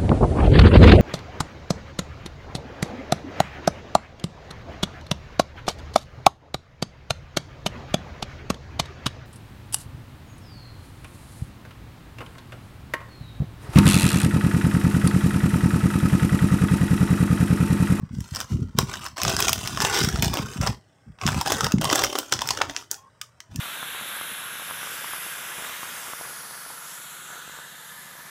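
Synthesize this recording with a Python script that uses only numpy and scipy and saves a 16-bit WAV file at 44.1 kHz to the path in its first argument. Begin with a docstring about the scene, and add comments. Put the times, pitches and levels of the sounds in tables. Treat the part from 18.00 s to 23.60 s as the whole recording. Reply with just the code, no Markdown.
"""A soft thud of sealed air comes first, with faint crinkling: a puffed-up foil snack bag is lifted,
turned over and gripped close to a microphone in a small room. Creases snap as noise bursts ringing their
panels and folds, over a finer crinkle of tiny grains and the hiss of sliding fingers. The air inside thuds
as sagging low tones and rumbles as shaped noise when hands and table bump it. At the end single creases pop."""
import sys
import numpy as np
from scipy import signal
from scipy.fft import rfft, irfft
from scipy.io import wavfile
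from scipy.ndimage import uniform_filter1d

SR = 44100
rng = np.random.default_rng(int(sys.argv[2]) if len(sys.argv) > 2 else 0)


def output_pcm(signal):
    """Save a mono or channel-first signal as 16-bit PCM at the path in sys.argv[1].

    Samples are clipped to [-1, 1] before scaling.
    """
    pcm = np.clip(np.atleast_2d(signal).T, -1, 1) * 32767
    wavfile.write(sys.argv[1], SR, np.round(pcm).astype(np.int16))


N = 246959

# slackness of the film, loose wide panels add depth and a taut bag has none:
# time_s, low_note_gain_db (on the lowest panel notes)
SLACKNESS = [(0, -8), (.8, -0.5), (1, -12), (1.3, -1), (1.9, -6), (2.35, 3.5), (2.7, -2.5), (3.2, -7),
             (3.5, -2.5), (3.85, -2.5), (4.05, 0), (4.45, 0), (4.62, -3.5), (4.7, 1.5), (4.76, -6),
             (4.93, -1), (5.2, -8.5), (5.6, -10)]
PANEL_HZ = 1400  # pitch of a middling panel


def amp(db):
    """Turns dB into a factor on the amplitude."""
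    return 10 ** (np.asarray(db) / 20)


def evened(x):
    """Scales to rms 1 along the last axis."""
    return x / np.sqrt(np.mean(x ** 2, -1, keepdims=True) + 1e-20)


def smoothed(x, first, second):
    """Runs two moving averages, of first and second samples."""
    return uniform_filter1d(uniform_filter1d(x, first), second)


def steadied(x, size):
    """Holds the rms near 1 over stretches of about size samples and keeps the finer grain."""
    power = smoothed(x ** 2, size, size)
    return x / np.sqrt(abs(power) + 1e-6 * np.mean(x ** 2))


def read(points, hz):
    """Reads a spectrum joined by straight lines on a log-frequency axis."""
    point_hz, value = np.transpose(points)
    return np.interp(np.log(hz + 1), np.log(point_hz + 1), value)


def tinted(x, points):
    """Gives x the colour of a spectrum."""
    hz = np.fft.rfftfreq(len(x), 1 / SR)
    return irfft(rfft(x) * amp(read(points, hz)), len(x))


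def ringing(x, hz, q):
    """One resonance of gain 1 at its peak."""
    return signal.lfilter(*signal.iirpeak(min(hz, SR * .45), max(q, 1), fs=SR), x)


def add(mix, s, sound):
    """Mixes a sound in at time s."""
    start = max(round(s * SR), 0)
    part = mix[start:start + len(sound)]
    part += sound[:len(part)]


def per_sample(values):
    """Spreads values evenly over the whole time."""
    return np.interp(np.linspace(0, len(values) - 1, N), np.arange(len(values)), values)


def strokes(rows, attack_s, release_db_per_s):
    """Each move of the hands rises, holds and lets go: rows of power, one value a millisecond."""
    start_s, length_s, level_db = np.transpose(rows)[:3, :, None]
    since_s = np.arange(0, N / SR, .001) - start_s
    rise = np.clip(since_s / attack_s, 0, 1)
    release_db = release_db_per_s * np.maximum(since_s - length_s, 0)
    return (rise * amp(level_db - release_db)) ** 2


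def room_hush(level_db=-62.5):
    """The hush of the room: steady noise in a fixed colour."""
    # colour of the hush: frequency_hz, density_db (relative, per Hz)
    hush_colour = [(18, -48), (30, -14), (109, 13.5), (295, -12), (632, 0.5), (702, -24), (822, -18),
                   (1960, -8), (2170, -28), (2980, -33.5), (4080, -46), (5450, -16), (6210, -28),
                   (8520, -17.5), (16000, -85)]
    return amp(level_db) * evened(tinted(rng.standard_normal(N), hush_colour))


def room(x, first_ms=4):
    """Dense reflections from table and walls, each band dying at its own speed."""
    # reverberation: frequency_hz, t60_s (time to fall 60 dB)
    decay_times = [(150, 0.22), (1000, 0.2), (3000, 0.15), (6000, 0.2), (14000, 0.17)]
    size = SR // 2
    sparse = rng.random(size) < .12
    late = np.arange(size) > first_ms * SR / 1000
    taps = rng.standard_normal(size) * sparse * late
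    hz, t, bands = signal.stft(taps, SR, nperseg=256)
    fading = amp(-60 * t / read(decay_times, hz)[:, None])
    tail = signal.istft(bands * fading, SR, nperseg=256)[1]
    return signal.fftconvolve(x, tail / np.linalg.norm(tail))[:N]


def rumble(level_db=-1, scuff_db=-10, scuff_hz=330, scuff_q=2.0, hardness=0.86, lumps_db=7.5):
    """Fingers drag and jostle the cushion unevenly between the bumps; a harder push scuffs higher."""
    # pushes on the whole bag: start_s, length_s, level_db (before the lumps and the trim)
    push_rows = [(0.01, 0.041, -36.5), (0.1, 0.11, -32), (0.315, 0.11, -41), (0.5, 0.14, -28),
                 (0.74, .11, -32.5), (0.87, 0.27, -45.5), (1.21, .13, -32), (1.36, 0.66, -37.5),
                 (2.01, 0.31, -29), (2.38, 0.11, -37.5), (2.57, 0.13, -31.5), (3.06, 0.047, -46),
                 (3.22, 0.16, -30), (3.46, 0.15, -37.5), (3.61, 0.025, -26), (3.735, 0.021, -21.5),
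                 (3.78, .1, -35), (3.89, .17, -42), (4.1, .1, -66), (4.315, 0.047, -36.5), (4.4, 0.3, -48),
                 (5.49, 0.057, -34.5), (5.565, 0.028, -28)]
    # colour of the air cushion: frequency_hz, density_db (relative, per Hz)
    cushion_colour = [(15, -43.5), (25, -24), (65, 3), (91, 7), (123, 5), (188, -2), (237, -1),
                      (313, -21.5), (450, -43), (580, -109), (990, -120)]
    settled_db = -72  # the bag between pushes
    power = strokes(push_rows, attack_s=0.012, release_db_per_s=305).sum(0) + amp(settled_db) ** 2
    jostle_db = per_sample(10 * np.log10(power))
    deep = steadied(tinted(rng.standard_normal(N), cushion_colour), size=1000)
    scuff = rng.standard_normal(N)
    for _ in range(3):
        scuff = ringing(scuff, scuff_hz, scuff_q)
    scuff_gain = amp(scuff_db + hardness * (jostle_db + 18.5))
    lumps = evened(smoothed(rng.standard_normal(N), 700, 500))
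    uneven = amp(level_db + jostle_db + lumps_db * np.tanh(lumps))
    return uneven * (deep + scuff_gain * evened(scuff))


def thuds(swell_ms=4.78, sag=0.35, skin_db=-14, skin_ratio=1.8, skin_ms=7):
    """A push on the sealed air: a few low cycles that sag in pitch, and a short higher mode of the taut skin."""
    # bumps on the air cushion: time_s, level_db (crest of the air tone), pitch_hz (middle of the sag)
    bump_rows = [(0.032, -17.5, 140), (0.167, -24.5, 140), (0.187, -20.5, 151), (0.32, -21.5, 100),
                 (0.545, -17, 123), (0.589, -18, 155), (0.631, -16.5, 117), (0.751, -19.5, 145),
                 (0.783, -11, 133), (0.83, -16.5, 164), (1.265, -18.5, 147), (1.837, -19.5, 135),
                 (2.014, -15.5, 151), (2.04, -12, 132), (2.074, -14.5, 156), (2.139, -16.5, 118),
                 (2.189, -14, 112), (2.229, -17, 195), (2.266, -13.5, 107), (2.301, -17, 111),
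                 (2.286, -24, 102), (2.396, -16.5, 144), (2.56, -24, 180), (2.604, -15, 119),
                 (2.654, -30, 133), (2.691, -19.5, 119), (3.1, -32.5, 112.7), (3.255, -14, 190),
                 (3.362, -17.5, 160), (3.379, -18, 170), (3.629, -19.5, 172), (3.74, -5, 181),
                 (3.777, -14, 150), (3.795, -16.5, 175), (3.927, -19, 312), (5.589, -18, 117)]
    out = np.zeros(N)
    t = np.arange(SR // 12) / SR
    ms = t * 1000
    u = ms / swell_ms
    swell = (u * np.exp(1 - u)) ** 2.7
    sagging = 1 + sag * (2 * np.exp(-u / 2) - 1)
    for s, db, hz in bump_rows:
        turns = np.cumsum(hz * sagging) / SR
        air = np.sin(2 * np.pi * (turns + rng.random()))
        skin = np.sin(2 * np.pi * (skin_ratio * turns + rng.random()))
        skin = amp(skin_db) * np.exp(-ms / skin_ms) * skin
        add(out, s - .002, amp(db) * swell * (air + skin))
    return out


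def squeaks(waver=0.019, rough=0.45):
    """Skin sticks and slips on the film in a short, uneven, wavering tone."""
    # faint thin squeaks as the grip tightens: start_s, length_s, pitch_hz, level_db (rms)
    squeak_rows = [(4.962, 0.14, 1070, -56.5), (5.211, 0.034, 1230, -50.5), (5.556, 0.048, 1770, -58)]
    out = np.zeros(N)
    for s, length_s, hz, db in squeak_rows:
        size = int(length_s * SR)
        drift, catch = evened(uniform_filter1d(rng.standard_normal((2, size)), size=300))
        phase = 2 * np.pi * np.cumsum(hz * (1 + waver * drift)) / SR
        tone = np.sin(phase) * (1 + rough * catch)
        add(out, s, amp(db) * evened(tone * signal.windows.tukey(size, .4)))
    return out


def film_zones(x, low_hz=340):
    """Colours x as the film radiates it and splits it into body, mid, edge and air."""
    # colour of the film: frequency_hz, density_db (relative, per Hz)
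    film_colour = [(150, -22.5), (250, 10.5), (414, 3), (476, -1.5), (586, -2), (831, -1), (1060, -2.5),
                   (1500, -2.5), (2320, -8), (3340, -2), (4190, -1), (5630, 0.5), (9330, -8.5), (14900, -8),
                   (16000, -7.5)]
    # broad resonances that colour every crackle: frequency_hz, width_hz, gain_db
    resonances = [(3560, 560, -1), (4200, 540, -5.5), (5850, 4500, -1.5), (7240, 460, 0.5),
                  (8320, 740, 3.5)]
    # centres of body, mid, edge and air: frequency_hz
    centres_hz = [800, 2400, 6000, 12000]
    hz = np.fft.rfftfreq(len(x), 1 / SR)
    colour_db = read(film_colour, hz)
    for centre_hz, width_hz, db in resonances:
        colour_db = colour_db + db * np.exp(-((hz - centre_hz) / width_hz) ** 2)
    low_cut = 1 / np.sqrt(1 + (low_hz / (hz + 1)) ** 10)
    spectrum = rfft(x) * amp(colour_db) * low_cut
    # neighbouring zones cross-fade
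    shares = [np.interp(np.log(hz + 1), np.log(centres_hz), w) for w in np.eye(len(centres_hz))]
    return np.array([irfft(spectrum * share, len(x)) for share in shares])


def buckle(decay_ms, flutter, after_db=-21, after_ms=5, size=1024):
    """A crease flips with one impulse; the film flutters briefly and then settles."""
    ms = np.arange(size) * 1000 / SR
    settling = np.exp(-ms / decay_ms) + amp(after_db) * np.exp(-ms / after_ms)
    burst = flutter * rng.standard_normal(size) * settling
    burst[0] += rng.choice([-1, 1])
    return burst


def flexing():
    """How hard the grips flex the film and how brightly it answers, both in dB."""
    # each grip or slide of the hands: start_s, length_s, level_db (drive, before each layer's trim),
    # brightness_db (raises edge and air, lowers body)
    grip_rows = [(0.0, 0.27, -67, -5), (0.113, 0.093, -62, 7), (0.204, 0.078, -55.5, 3.5),
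                 (0.289, .05, -56, 6), (0.328, .09, -45, 1), (0.479, .06, -52, 2.5),
                 (0.56, 0.076, -61, 0.5), (0.642, 0.16, -67.5, -2), (0.763, 0.051, -42, -0.5),
                 (0.867, 0.1, -42.5, -1), (1.005, 0.049, -41, 0.5), (1.16, 0.095, -38.5, 0),
                 (1.253, 0.082, -33, 0.5), (1.367, 0.11, -32.5, 2), (1.5, 0.15, -42, 3),
                 (1.636, 0.42, -42, 1.5), (1.796, 0.066, -30, 0), (1.874, 0.12, -33, -1),
                 (1.916, 0.12, -30, 1.5), (2.058, 0.18, -42.5, 1), (2.214, 0.058, -35, 2),
                 (2.31, 0.097, -38, -0.5), (2.426, 0.15, -47.5, 1.5), (2.605, 0.07, -36, -1.5),
                 (3.188, .025, -57, -2), (3.205, 0.045, -40.5, -4.5), (3.25, 0.036, -35.5, 1),
                 (3.302, .11, -39, -1), (3.447, 0.1, -34.5, 0.5), (3.55, 0.069, -38.5, -0.5),
                 (3.621, 0.029, -33.5, -1.5), (3.688, 0.029, -46, -3.5), (3.801, 0.15, -35, -2),
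                 (3.892, .15, -32, 0), (4.077, .12, -40, 0.5), (4.218, 0.078, -53, 3),
                 (4.307, 0.021, -35, 1.5), (4.384, 0.2, -44.5, 0), (4.554, 0.079, -43.5, -4),
                 (4.672, 0.038, -45.5, -0.5), (4.739, 0.056, -46.5, 1.5), (4.897, .04, -51, 0.5),
                 (5.498, 0.11, -59.5, -1)]
    resting_db, resting_bright_db = -72, -5  # the film barely creeps in still hands
    power = strokes(grip_rows, attack_s=.02, release_db_per_s=277)
    rest = amp(resting_db) ** 2
    total = power.sum(0) + rest
    bright_db = (np.transpose(grip_rows)[3] @ power + resting_bright_db * rest) / total
    return per_sample(10 * np.log10(total)), per_sample(bright_db)


def cavity(x, depth=2.4, fade_ms=6.2, longest_ms=7, shift_per_s=8, below_hz=3800, count=28):
    """Echoes inside the bag swell and fade as it changes shape, so its resonances keep shifting."""
    t, echoes = np.arange(N) / SR, np.zeros(N)
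    delays_ms = (np.arange(count) + rng.random(count)) * longest_ms / count
    weights = np.exp(-delays_ms / fade_ms)
    weights = weights / np.linalg.norm(weights)
    shapes = rng.standard_normal((count, 200))
    for ms, weight, shape in zip(delays_ms, weights, shapes):
        strength = np.interp(t * shift_per_s, np.arange(len(shape)), shape)
        delayed = np.pad(x, (int(ms * SR / 1000) + 1, 0))[:N]
        echoes += weight * strength * delayed
    # the filling soaks up the treble
    soaked = signal.lfilter(*signal.butter(1, min(below_hz, SR * .4), fs=SR), echoes)
    return x + depth * soaked


def slackened(x, corner_hz=680):
    """The lowest notes of the film come and go with its slackness."""
    slack_db = np.interp(np.arange(N) / SR, *np.transpose(SLACKNESS))
    hz = np.fft.rfftfreq(N, 1 / SR)
    lowest = irfft(rfft(x) / (1 + (hz / corner_hz) ** 8), N)
    return x + (amp(slack_db) - 1) * lowest


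def crinkle(level_db=-1, body_db=4, edge_db=-0.5, air_db=-7.5, per_s=560, crowding=0.38, spread_db=5,
            slide=0.4, gentle=0.098, grain_ms=0.96, own_db=8, count=32):
    """Swarms of tiny creases, denser as the film flexes harder; a gentle touch mostly slides and hisses."""
    flex_db, bright_db = flexing()
    rate = per_s * amp(crowding * (flex_db + 40.5))
    strikes = rng.random(N) < rate / SR
    clicks = strikes * amp(spread_db * np.minimum(rng.exponential(1, N), 4))
    crease = rng.integers(0, count, N)
    swarm = np.zeros(N)
    for k in range(count):
        # every crease favours a pitch of its own
        own_hz = np.exp(rng.uniform(np.log(700), np.log(11000)))
        grain = buckle(grain_ms * rng.uniform(0.1, 1.8), flutter=0.26)
        grain = grain + amp(own_db) * ringing(grain, own_hz, 7.5)
        swarm += signal.oaconvolve(clicks * (crease == k), evened(grain))[:N]
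    hiss = slide * amp(-gentle * (flex_db + 29)) * rng.standard_normal(N)
    inside = cavity(cavity(evened(swarm) + hiss), depth=.5)
    # level steadied first, so that the grips alone shape the loudness
    zones = steadied(film_zones(inside), size=1100)
    balance_db = np.array([body_db - bright_db, np.zeros(N), edge_db + bright_db, air_db + bright_db])
    return amp(level_db) * (amp(flex_db + balance_db) * zones).sum(0)


def snap(s, db, bright_db, top_db, decay_ms, panel_hz, flutter=0.54, panel_db=10, panel_q=8, fold_db=3,
         fold_q=5, fold_lean=.6, slack_hz=370, tautening=0.97, mid_db=-1.0, thinning=0.53, rising=0.25):
    """One large crease rings its panel and its folds: wide panels are deep, small ones thin, tight folds bright."""
    lead, span = 128, .005 * SR  # samples of silence ahead, samples the level refers to
    fold_hz, tight_fold_hz = rng.uniform(0.91, 1.093) * np.array([3300, 5430])
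    burst = buckle(max(decay_ms, .1), flutter)
    # the brighter the crease, the more its tight fold leads
    lean = amp(fold_lean * bright_db)
    folds = ringing(burst, fold_hz, fold_q) + lean * ringing(burst, tight_fold_hz, fold_q)
    folds = amp(fold_db) * folds / np.hypot(1, lean)
    burst = burst + amp(panel_db) * ringing(burst, panel_hz, panel_q) + folds
    # the tauter the film and the smaller the panel, the higher its lowest note
    small_db = 20 * np.log10(panel_hz / PANEL_HZ)
    slack_db = np.interp(s, *np.transpose(SLACKNESS))
    lowest_hz = slack_hz * amp(rising * small_db - tautening * slack_db)
    zones = film_zones(np.pad(burst, lead), lowest_hz)
    zones *= np.sqrt(span) / np.linalg.norm(zones, axis=1, keepdims=True)
    thin_db = thinning * small_db
    zones_db = np.array([-bright_db - thin_db, mid_db + thin_db, bright_db, top_db])
    return s - lead / SR, amp(db + zones_db) @ zones


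def crackles(spread_db=3, bright_spread_db=4, top_db=-9, top_spread_db=7, decay_ms=1.7, octaves=.7,
             least_db=-66, count=130):
    """Middling creases give way at random while the film is flexed, their levels scattered around the flexing."""
    flex_db, bright_db = flexing()
    out = np.zeros(N)
    for k, (when, size, tilt, top, pitch) in enumerate(rng.uniform(-1, 1, (count, 5))):
        at = int((k + (when + 1) / 2) * N / count)
        s, sound = snap(at / SR,
                        flex_db[at] + spread_db * size,
                        bright_db[at] + bright_spread_db * tilt,
                        top_db + top_spread_db * top,
                        decay_ms,
                        PANEL_HZ * 2 ** (octaves * pitch))
        add(out, s, sound * (flex_db[at] > least_db))
    return out


def snaps():
    """The large creases, one after another."""
    # the loudest buckling creases: time_s, level_db (rms over 5 ms, before the zone balance),
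    # brightness_db (raises edge, lowers body), top_treble_db (air relative to the level),
    # decay_ms, pitch_hz (of the panel)
    crease_rows = [(0.2055, -49, 7.5, 6, 1.1, 1650), (0.3492, -43, 12.5, 6, 1.1, 920),
                   (0.3597, -36.5, 9, 0, 2, 1260), (0.3674, -36, 4, -9, 1.8, 1260),
                   (0.4035, -33.5, 2, 3, 1.8, 1350), (0.4116, -33.5, 2.5, -7, 3.6, 1440),
                   (0.7872, -18, -0.5, -2, 1.9, 1076), (0.9383, -33, 0.5, -16, 4, 1520),
                   (1.0634, -35.5, 1, -7.5, 2.7, 1460), (1.1699, -39, -1, -7, 2.3, 1130),
                   (1.2172, -30.5, 6.5, -6.5, 2.6, 1080), (1.2336, -31, 7.5, 6, 1, 2430),
                   (1.2506, -26, -0.5, -10, 1.7, 1190), (1.2795, -24.5, 3.5, -12, 4, 805),
                   (1.2954, -30, 3.5, 0.5, 2.5, 1250), (1.3663, -28, 6, -1, .5, 1580),
                   (1.4037, -26, -2.5, 5.5, 2.4, 2600), (1.4247, -26.5, 7.5, -4, 1.1, 1670),
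                   (1.4823, -22, 4, -6, 4, 2350), (1.4935, -24, 1.5, 2.5, 2.1, 1150),
                   (1.531, -24, 3, 4.5, 1.3, 2670), (1.6745, -31, 3, 0.5, 1.8, 2650),
                   (1.774, -28.5, -2.5, -11, 1.4, 1060), (1.8034, -25.5, 1.5, -10, 1.4, 1900),
                   (1.8194, -29, 6, 0, 4, 1530), (1.849, -24, 0.5, -16, 1, 745),
                   (2.0466, -31, 5.5, 0, 1.6, 1500), (2.0879, -30, 4.5, -2, 2.2, 1370),
                   (2.224, -23, -0.5, 1, 2.6, 2550), (2.246, -32, 5.5, 1.5, 1.3, 1110),
                   (2.1585, -32.5, -1.5, -18, 3.4, 1280), (2.3389, -31.5, 1.5, 4, 2.6, 596),
                   (2.372, -29, -6, -6, 0.81, 2780), (2.6131, -36.5, 5.5, -2, 2.9, 1900),
                   (2.6724, -25.5, 2.5, -15, 3.1, 980), (3.1875, -52, -7, -30, 2.5, 2620),
                   (3.214, -35.5, -1, -46, 1.3, 2650), (3.266, -31.5, 9.5, -9, .5, 2560),
                   (3.277, -26.5, -3, -6, 1.8, 2800), (3.2882, -28.5, -6.5, -10, 2, 1520),
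                   (3.412, -27, -2, -1, 2.8, 960), (3.462, -29.5, -2, -14, 1.4, 795),
                   (3.4744, -28.5, -3.5, -5, 3.3, 790), (3.5048, -29, -3.5, -1, 1.7, 870),
                   (3.5203, -21.5, 0.5, -3.5, 4, 840), (3.6079, -24, -0.5, -9, 2.2, 1290),
                   (3.6444, -26.5, 4.5, -3, 2.3, 1600), (3.6669, -27.5, -0.5, -12, 1.6, 910),
                   (3.7211, -31.5, 4, -4, 1.1, 2650), (3.7838, -40, 0, -29.5, 1.6, 2110),
                   (3.8131, -33.5, 1.5, 4, 3.5, 860), (3.8444, -27.5, -1, -1, .7, 850),
                   (3.8534, -30, 2.5, -8, 1.4, 980), (3.9, -26, 2, -18, 2, 2070),
                   (3.9279, -22, 0.5, -4.5, 3.2, 1240), (3.9567, -26, 6, 3, 2, 1810),
                   (3.9758, -35.5, -2, -2, 2.3, 1340), (3.992, -27, 0.5, -7, 1.2, 1080),
                   (4.021, -28, 0, -12, 1, 925), (4.038, -22, -2, 0.5, 1.5, 2150),
                   (4.0455, -26, 4, -6.5, 3.4, 1250), (4.1543, -27.5, -5, -11, 3.7, 1270),
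                   (4.1872, -26.5, 1, 5.5, 1.9, 990), (4.3238, -20.5, 2.5, -8.5, 3.2, 1440),
                   (4.337, -32.5, 11, -18, 1.5, 1200), (4.391, -33, 2.5, -23, 1, 1970),
                   (4.4084, -40, 7, -22.5, 1.5, 880), (4.4182, -25.5, -1, -10, 2.7, 1010),
                   (4.474, -39, 10.5, 8.5, 1.9, 1430), (4.489, -29.5, 5.5, -2.5, 1.7, 2260),
                   (4.5063, -23, 3.5, -10, 4, 1020), (4.5739, -33, 1.5, -11, 1.7, 1330),
                   (4.614, -29, -11, -16, 3.5, 2060), (4.6169, -22.5, -2.5, -21, 1.3, 2300),
                   (4.697, -34.5, -1, -19, 2.1, 1790), (4.7646, -31.5, 6.5, -17, .6, 2770),
                   (4.9137, -45, 22, 22, 1, 1800), (4.943, -46, 9, -17, 1.9, 1470),
                   (5.2143, -37, 4.5, 0, 1.9, 2530), (5.4038, -44, 4, -7.5, 2.1, 2000),
                   (5.5599, -48, 13.5, 13, 2, 2700)]
    out = np.zeros(N)
    for row in crease_rows:
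        add(out, *snap(*row))
    return out


def scene(snap_room_db=-11, crinkle_room_db=-14, thud_room_db=-17):
    """The bag close by, its echo, and the hush of the room."""
    big = snaps() + crackles()
    fine = slackened(crinkle())
    low = thuds() + rumble()
    echo = room(amp(snap_room_db) * big + amp(crinkle_room_db) * fine + amp(thud_room_db) * low)
    return (big + fine + low + squeaks() + echo + room_hush())[None]


def record(dry, low_cut_hz=42, top_hz=15800):
    """The microphone sheds the deepest bass and rounds off the hardest peaks; then the band limit."""
    thinned = signal.sosfilt(signal.butter(4, low_cut_hz, "high", fs=SR, output="sos"), dry)
    rounded = thinned / (1 + (thinned / .85) ** 6) ** (1 / 6)
    band_limit = signal.firwin(255, top_hz, window=("kaiser", 8), fs=SR)
    return signal.oaconvolve(rounded, band_limit[None], "same")


dry = scene()
out = record(dry)
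output_pcm(out)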